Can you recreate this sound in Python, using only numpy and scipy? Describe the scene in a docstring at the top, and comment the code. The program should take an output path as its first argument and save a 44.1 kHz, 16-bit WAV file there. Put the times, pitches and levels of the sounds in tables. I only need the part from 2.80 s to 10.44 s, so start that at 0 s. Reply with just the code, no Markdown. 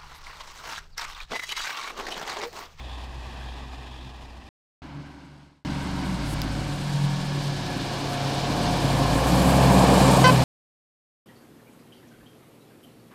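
"""A diesel refuse truck drones away on a wet road at night, and the sound cuts to silence. A second is heard
far off and fades; then its level jumps back up and it rolls closer, easing off and picking up again; near the
end it gives one short toot. Periodic firing makes each engine boom, excites the exhaust pipe's resonances and
modulates the clatter. The tyres hum at frequencies proportional to road speed and throw hissing spray."""
import sys
import numpy as np
from scipy import signal
from scipy.fft import rfft, irfft, next_fast_len
from scipy.io import wavfile
from scipy.ndimage import map_coordinates

SR = 44100
rng = np.random.default_rng(int(sys.argv[2]) if len(sys.argv) > 2 else 0)


def bounce(signal):
    """Save signal as a 16-bit WAV file at the path given by the first command-line argument."""
    frames = np.transpose(np.atleast_2d(signal))
    limited = np.clip(frames, -1, 1)
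    pcm = np.round(limited * 32767).astype(np.int16)
    wavfile.write(sys.argv[1], SR, pcm)


N = 336924
T = np.arange(N) / SR

# engine of the approaching truck: t/s, firing rate/Hz, load/dB
ENGINE = [(2.85, 71, -1), (3.13, 69.6, 1), (3.28, 64, 1), (3.45, 54, 1), (3.75, 53.6, 4), (3.97, 51, -6),
          (4.1, 51.5, -17), (4.6, 54.6, -18), (4.95, 54, -8.5), (5.5, 52.5, -18), (5.66, 51.5, -8.5),
          (6.06, 53, -4), (6.3, 54.8, -0.5), (6.7, 67, 0.5), (7, 63, -2), (7.31, 64.6, -4.5),
          (7.41, 63.8, -10), (7.63, 66, -5)]
# strength of the six cylinders in firing order: level/dB
CYLINDERS_DB = [2.5, -9.5, -3.5, 2, -13, 1.5]


def approaching_engine(bass_db):
    """Periodic excitation: firings drive a boom, its harmonics, the pipe and the block's clatter."""
    # the pipe's weighting of harmonics that glide through it: f/Hz, gain/dB
    pipe_response = [(102, -3.5), (135, 4), (156, 1.5), (175, -3), (192, 2), (208, -10.5), (250, -11.5),
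                     (278, -13), (315, -14), (350, -22)]
    # spectra of the rumble and of the clatter, far and near: f/Hz, level/dB
    rumble_spectrum = [(75, -11), (115, -6.5), (165, -4), (215, -1), (280, 0.5), (330, -4), (410, -21)]
    clatter_far = [(1200, -6.5), (1380, -2.5), (1560, 0), (1820, -10), (2010, -6), (2220, -4.5), (2430, -9),
                   (2900, -8.5)]
    clatter_near = [(1300, 0.5), (1400, -2), (1550, 2), (1740, 2.5), (2000, -7), (2330, 1.5), (2700, -5),
                    (2900, -2.5)]
    # thin whine while coasting: t/s, level/dB
    whine_levels = [(3.8, -73), (4.15, -56), (4.45, -49), (4.65, -58), (4.9, -46), (5.1, -54), (5.6, -58.5),
                    (6, -72.5)]
    firing_hz = in_time(ENGINE)[0]
    firings = cycles(firing_hz * (1 + 0.0021 * drift(8.8)))
    boom = approaching(-24 + bass_db, closing=0.64, load=1) * tone(firings, waver_db=0.5, waver_hz=7)
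    harmonics = 0
    for k in range(2, 6):
        gain = from_db(np.interp(k * firing_hz, *np.transpose(pipe_response)))
        harmonics += gain * tone(k * firings + rng.random(), waver_db=2.5, waver_hz=13)
    harmonics *= approaching(-30, closing=0.54, load=0.5)
    growl = approaching(-23, closing=0.64, load=0.34) * exhaust(firings, uneven_db=2.8)
    rumble = approaching(-26, closing=0.6, load=0.21) * noise(rumble_spectrum)
    clatter = approaching(-31.5 + 0.5 * drift(11), closing=0.54, load=0.031)
    clatter *= far_to_near(clatter_far, clatter_near) * knocks(firings, depth=0.27, decay_cycles=0.23)
    whine = from_db(in_time(whine_levels)[0]) * whistle(hz=1696, width_hz=66)
    return boom + harmonics + growl + rumble + clatter + whine


def exhaust(firings, uneven_db):
    """Pipe resonance: a train of unequal puffs, one per firing, excites the modes; rms 1."""
    # f/Hz, bandwidth/Hz, level/dB
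    pipe_modes = [(110.4, 32, -5), (159.3, 26, 0.5), (193, 23, -1), (260, 32, -1.5), (297.8, 34, 0)]
    onsets = np.flatnonzero(np.diff(np.floor(firings)))
    scatter_db = uneven_db * rng.standard_normal(N)[:len(onsets)]
    puffs = np.zeros(N)
    puffs[onsets] = from_db(np.resize(CYLINDERS_DB, len(onsets)) + scatter_db)
    ringing = sum((-1) ** k * from_db(db) * resonance(puffs, hz, width_hz)
                  for k, (hz, width_hz, db) in enumerate(pipe_modes))
    return rms_one(signal.sosfilt(signal.butter(4, [90, 340], "band", fs=SR, output="sos"), ringing))


def knocks(firings, depth, decay_cycles):
    """Amplitude modulation: an envelope that jumps at each firing and decays exponentially."""
    strength = from_db(CYLINDERS_DB)[firings.astype(int) % len(CYLINDERS_DB)]
    return rms_one(1 + depth * strength * np.exp(-(firings % 1) / decay_cycles))


def tyre_hum():
    """A deep drone and the tread's periodic whine fall in pitch as the approaching truck slows."""
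    # tread blocks meeting the road: t/s, rate/Hz
    block_rates = [(2.85, 187), (3.9, 185), (4.25, 185), (4.6, 185), (5.0, 180), (5.5, 177), (6.0, 179),
                   (6.3, 176.2), (6.7, 173.2), (7.2, 176), (7.63, 164)]
    # deep drone at a fixed ratio to the block rate: t/s, level/dB
    drone_levels = [(2.02, -47), (2.17, -28), (2.28, -43), (2.52, -33.5), (2.72, -37), (2.96, -36.5),
                    (3.12, -39), (3.55, -36), (3.95, -32.5), (4.2, -22), (4.4, -28), (4.52, -29.5),
                    (4.7, -28.5), (4.86, -40), (5.22, -35.5), (5.38, -30.5), (5.92, -31.5), (6.14, -23.5),
                    (6.42, -30), (6.78, -20.5), (7.2, -25), (7.5, -20)]
    # block-rate harmonics that swell in turn: harmonic number, level/dB, peak t/s, half width/s
    tread_tones = [(1, -37.5, 3.15, 0.21), (1, -42, 3.64, 0.26), (1, -32.5, 4.3, .25), (1, -41, 4.9, 0.33),
                   (1, -33.5, 5.93, 0.34), (1, -25, 6.73, 0.39), (1, -24, 7.5, 0.28), (2, -44, 4.94, 0.4),
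                   (2, -42.5, 6.1, .3), (3, -50, 3.7, 0.44), (3, -50.5, 4.58, 0.33), (3, -35.5, 6.47, 0.37),
                   (4, -49, 3.6, .5), (4, -44, 5.0, .25), (4, -36, 5.5, .25), (4, -34.5, 5.9, .22),
                   (4, -33.5, 6.26, .13), (4, -30.5, 6.85, .2), (5, -48.5, 3.1, 0.42),
                   (5, -47.5, 4.26, 0.28), (6, -50, 4.32, 0.28), (6, -37, 6.35, 0.25)]
    block_hz = in_time(block_rates)[0]
    drone_hz = 0.773 * block_hz
    rolling = cycles(drone_hz * (1 + 0.0049 * drift(16.6)))
    drone = from_db(in_time(drone_levels)[0]) * tone(rolling, waver_db=2, waver_hz=16)
    octave = approaching(-30.5, closing=0.96, load=0.043) * tone(2 * rolling, waver_db=3, waver_hz=16)
    blocks = cycles(block_hz * (1 + 0.0017 * drift(12)))
    whine = sum(from_db(db) * swell(peak_s, half_width_s) * tone(k * blocks, waver_db=1.25, waver_hz=11)
                for k, db, peak_s, half_width_s in tread_tones)
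    return drone + octave + whine


def wet_road(roar_db):
    """Broadband rolling noise: the approaching tyres roar, hiss and throw spray and fine mist."""
    # spectra of the four bands, the roar both far and near: f/Hz, level/dB
    roar_far = [(350, 2), (410, -3), (480, -8.5), (560, 0), (660, -3), (750, 0), (850, -1.5), (940, 2.5),
                (1030, -1), (1120, -1.5), (1220, -15)]
    roar_near = [(340, -11.5), (410, -1.5), (490, -2.5), (550, 1), (620, -3), (705, 1), (820, -2),
                 (1000, -4), (1150, -5.5), (1280, -16.5)]
    hiss_spectrum = [(2950, -0.5), (3400, 0.5), (4200, 1.5), (5200, -1.5), (5900, -6.5), (6500, -8)]
    spray_spectrum = [(6400, -3), (7400, 1), (8400, 0.5), (9800, -5)]
    mist_spectrum = [(10500, -0.5), (11700, -1), (14700, -8.5), (16000, -17)]
    # treble of the wet tyres: t/s, hiss level/dB, spray level/dB, mist level/dB
    water_levels = [(2.02, -50, -65, -72), (2.7, -46.5, -55.5, -66), (2.85, -45.5, -55.5, -66),
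                    (3.3, -44.5, -54, -63), (3.8, -43.5, -53.5, -63), (4.05, -42.5, -51, -60),
                    (4.55, -41, -52.5, -61.5), (5.2, -39, -51, -58.5), (5.9, -36, -46.5, -54),
                    (6.3, -35.5, -43.5, -49), (6.7, -34.5, -39, -43), (7.3, -31.5, -34.5, -43),
                    (7.63, -34, -40.5, -45)]
    roar = approaching(-20.5 + roar_db + 0.56 * drift(11), closing=0.97, load=0)
    roar *= far_to_near(roar_far, roar_near)
    hiss_db, spray_db, mist_db = in_time(water_levels)
    hiss = from_db(hiss_db + 0.74 * drift(22)) * noise(hiss_spectrum)
    flicker = from_db(1.44 * drift(22))
    spray = from_db(spray_db) * noise(spray_spectrum)
    mist = from_db(mist_db + 0.61 * drift(15)) * noise(mist_spectrum)
    return roar + near_echo(hiss, strength=0.014) + near_echo(flicker * (spray + mist), strength=0.3)


def horn(start_s, length_s, hz):
    """A vibrating diaphragm: its unsteady harmonics shift in balance, with a rasp at the onset."""
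    # harmonics 1 to 12: starting level/dB, final level/dB
    harmonic_levels = [(-7, -9), (2, -3.5), (-7, -12), (-9, -21.5), (-23, -14), (-11, -17), (-21, -38),
                       (-15, -28), (-15, -21), (-29, -26), (-15, -36), (-26, -37)]
    # f/Hz, level/dB
    rasp_spectrum = [(900, -9), (1400, -5), (2500, -5), (4700, -9.5), (6000, -7)]
    attack_s, release_s, rasp_decay_s = 0.0066, 0.0062, 0.03
    age = np.maximum(T - start_s, 0)
    envelope = np.clip(age / attack_s, 0, 1) * np.exp(-np.maximum(age - length_s, 0) / release_s)
    turns = cycles(hz * (1 + 0.0025 * drift(68.6)))
    buzz = 0
    for k, levels in enumerate(harmonic_levels, 1):
        gain = from_db(np.interp(age, [0, length_s], levels) + 2 * drift(41.8))
        buzz += gain * np.sin(2 * np.pi * (k * turns + rng.random() / 2))
    rasp = from_db(-12.5) * np.exp(-age / rasp_decay_s) * noise(rasp_spectrum)
    return from_db(-12) * envelope * (buzz + rasp)


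def leaving_truck(firing_hz):
    """Periodic excitation at a steady rate: boom, puffs and pulsing clatter over tyre drone and rumble."""
    # noise spectra: f/Hz, level/dB
    clatter_spectrum = [(500, -7), (620, -5.5), (790, 0), (1000, -3.5), (1170, -5), (1400, -17),
                        (1620, -8.5), (1820, -7.5), (2000, -10.5), (2180, -19), (2420, -9), (2650, -8.5),
                        (2900, -21)]
    hiss_spectrum = [(2900, 0), (3400, -2), (4000, -3), (4500, -5), (5000, -4.5), (6000, -12.5),
                     (6700, -12), (8500, -17.5), (12000, -25), (15800, -33.5)]
    rumble_spectrum = [(10, -14), (26, -2), (40, -3), (75, 1.5), (105, -5), (135, -14), (160, -11),
                       (200, -8), (255, -7), (330, -9.5), (450, -13.5)]
    # whistling hiss: t/s, level/dB
    sizzle_levels = [(0, -51), (0.13, -50), (0.3, -60), (.55, -61), (0.7, -51), (0.92, -61), (1.1, -54),
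                     (1.27, -56), (1.5, -70)]
    firings = cycles(firing_hz * (1 + 0.0041 * drift(8)))
    boom = receding(-38, db_per_s=9.3) * np.sqrt(2) * np.sin(2 * np.pi * firings)
    puffs = receding(-61, db_per_s=9.3) * exhaust(firings, uneven_db=8)
    drone = leaving_tyres()
    beat = knocks(firings, depth=0.29, decay_cycles=0.13) * from_db(0.79 * drift(11) + drift(75))
    clatter = receding(-45.64, db_per_s=5.74) * noise(clatter_spectrum)
    hiss = receding(-52.5 + 0.9 * drift(20.4), db_per_s=5.74) * noise(hiss_spectrum)
    sizzle = from_db(in_time(sizzle_levels)[0]) * whistle(hz=3422, width_hz=700)
    surge = from_db(-54.5) * swell(peak_s=0.63, half_width_s=0.089) * whistle(hz=1640, width_hz=270)
    rumble = receding(-46, db_per_s=3.2) * noise(rumble_spectrum)
    return boom + puffs + drone + beat * (clatter + hiss + sizzle + surge) + rumble


def leaving_tyres():
    """Periodic rolling contact: a wavering fundamental and its weaker octave."""
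    # t/s, f/Hz, level/dB
    drone_curve = [(0, 125, -54), (.2, 125, -49.5), (.55, 130, -52), (.75, 130.5, -49), (1.0, 128, -49),
                   (1.25, 128, -53), (1.65, 130, -61)]
    hz, db = in_time(drone_curve)
    rolling = cycles(hz * (1 + 0.0113 * drift(6.2)))
    fundamental = tone(rolling, waver_db=5, waver_hz=12)
    octave = from_db(-8.5) * tone(2 * rolling, waver_db=0.5, waver_hz=6.7)
    return from_db(db) * (fundamental + octave)


def tick(start_s):
    """Damped free vibration: five high modes die within milliseconds."""
    # f/Hz, level/dB, 60 dB decay time/s
    modes = [(3720, -3, 0.0033), (4800, -2.5, 0.0069), (12000, -8, 0.0018), (13100, -7, 0.002),
             (14970, -12, 0.002)]
    age = np.maximum(T - start_s, 0)
    ringing = sum(from_db(db - 60 * np.minimum(age / t60, 2)) * np.sin(2 * np.pi * hz * age)
                  for hz, db, t60 in modes)
    return from_db(-15) * ringing * np.minimum(age / 0.0001, 1) * (age < 0.1)


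def swish(start_s, end_s):
    """Bright noise under a linear ramp swells softly and stops."""
    ramp = np.clip((T - start_s) / (end_s - start_s), 0, 1) * (T < end_s)
    return from_db(-43.5) * ramp * noise([(7000, -2), (10000, -1), (15500, -16)])


def outdoor_rumble(db):
    """Low-frequency ambient noise beneath the approaching truck."""
    # f/Hz, level/dB
    spectrum = [(20, 6), (45, -1), (85, 0), (130, -9), (220, -4)]
    return from_db(db) * noise(spectrum)


def approaching(db, closing, load):
    """Gain grows with proximity and engine load; closing and load weight the two level curves."""
    # rise as the truck rolls closer: t/s, level/dB
    closing_levels = [(2.85, -21), (3.3, -19), (4.3, -20.5), (5.1, -16), (5.7, -11), (6.3, -7.5),
                      (6.9, -0.5), (7.35, 1.5), (7.63, -4)]
    return from_db(db + closing * in_time(closing_levels)[0] + load * in_time(ENGINE)[1])


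def receding(db, db_per_s, from_s=0.71):
    """Attenuation with distance: the gain holds, then falls exponentially."""
    return from_db(db - db_per_s * np.maximum(T - from_s, 0))


def far_to_near(far, near):
    """The colour changes with distance, here an equal-power blend of a far and a near noise."""
    # t/s, near spectrum's share of the power
    nearness = [(3.3, 0), (4.1, 0.6), (5.4, 0.83), (6.6, 0.96)]
    share = in_time(nearness)[0]
    return np.sqrt(1 - share) * noise(far) + np.sqrt(share) * noise(near)


def near_echo(x, strength):
    """Comb filtering: a reflection from a nearby surface interferes at a changing delay."""
    # t/s, delay/ms
    delays = [(3.3, 1.6), (3.75, 1.05), (3.95, 1.223), (4.15, 1.17), (4.35, 1.25), (4.6, 1.4), (4.85, 1.12),
              (5.1, 1.29), (5.4, 1.3), (5.8, 1.3234), (6.2, 1.28), (6.6, 1.5), (7, 1.25), (7.6, 1.27)]
    delay_s = in_time(delays)[0] / 1000
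    echo = map_coordinates(x, [(T - delay_s) * SR], order=3)
    return (x - strength * echo) / np.sqrt(1 + strength ** 2)


def tone(turns, waver_db, waver_hz):
    """A sine of rms about 1, amplitude-modulated by the moving air."""
    return np.sqrt(2) * np.sin(2 * np.pi * turns) * from_db(waver_db * drift(waver_hz))


def whistle(hz, width_hz):
    """Narrow-band noise from two passes through one resonance; rms 1."""
    once = resonance(rng.standard_normal(N), hz, width_hz)
    return rms_one(resonance(once, hz, width_hz))


def resonance(x, hz, width_hz):
    """Two-pole resonator with unit peak gain."""
    r = np.exp(-np.pi * width_hz / SR)
    feedback = [1, -2 * r * np.cos(2 * np.pi * hz / SR), r * r]
    return signal.lfilter(np.array([1, 0, -1]) * (1 - r * r) / 2, feedback, x + 1e-18)


def noise(spectrum):
    """Noise of a given relative spectral density, falling 48 dB per octave outside its range; rms 1."""
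    size = next_fast_len(N)
    octave = np.log2(np.maximum(np.fft.rfftfreq(size, 1 / SR), 1))
    hz, db = np.transpose(spectrum)
    outside = np.abs(octave - np.clip(octave, np.log2(hz[0]), np.log2(hz[-1])))
    gain = from_db(np.interp(octave, np.log2(hz), db) - 48 * outside)
    return rms_one(irfft(rfft(rng.standard_normal(size)) * gain, size)[:N])


def drift(hz):
    """Random fluctuation, low-passed at hz; rms 1."""
    step, settling = 40, 2000
    r = np.exp(-2 * np.pi * hz * step / SR)
    white = rng.standard_normal(N // step + settling + 2)
    slow = signal.lfilter([1], [1, -2 * r, r * r], white)[settling:]
    return np.interp(np.arange(N) / step, np.arange(len(slow)), rms_one(slow))


def swell(peak_s, half_width_s):
    """Gaussian envelope of height 1."""
    return np.exp(-((T - peak_s) / half_width_s) ** 2)


def gate(start_s, end_s, ramp_s):
    """Trapezoidal envelope, open between two times."""
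    return np.clip((T - start_s) / ramp_s, 0, 1) * np.clip((end_s - T) / ramp_s, 0, 1)


def cycles(hz):
    """Phase in cycles, the time integral of frequency."""
    return np.cumsum(hz) / SR


def in_time(rows):
    """Each column after t/s, interpolated at every sample."""
    times, *columns = np.transpose(rows)
    return [np.interp(T, times, column) for column in columns]


def from_db(db):
    """Level to amplitude ratio."""
    return 10 ** (np.asarray(db) / 20)


def rms_one(x):
    """Normalise to rms 1."""
    return x / np.sqrt(np.mean(x ** 2) + 1e-20)


def scene():
    """Superposition: one truck, a silent gap, then the other, faint and fading before it jumps in level."""
    stop_s, resume_s, jump_s = 1.69, 2.019, 2.849
    faint = T < jump_s
    remaining = np.clip((jump_s - T) / (jump_s - resume_s), 0.01, 1)
    fade = np.where(faint, from_db(-8.5) * remaining, 1)
    outdoors = outdoor_rumble(db=-43 - 3.2 * faint)
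    truck = approaching_engine(bass_db=-0.5 * faint) + tyre_hum() + wet_road(roar_db=1.1 * faint)
    second = fade * (truck + outdoors) + horn(start_s=7.439, length_s=0.062, hz=510)
    second += swish(start_s=3.42, end_s=3.543) + tick(start_s=3.6178)
    second *= gate(resume_s, np.inf, ramp_s=0.0009)
    first = leaving_truck(firing_hz=61.1) * gate(0, stop_s, ramp_s=0.00048)
    return (first + second)[None]


def record(dry):
    """Band limiting: a steep elliptic low-pass removes the highest treble."""
    cutoff_hz = 15900
    return signal.sosfilt(signal.ellip(10, 0.1, 80, cutoff_hz, fs=SR, output="sos"), dry)


dry = scene()
out = record(dry)
bounce(out)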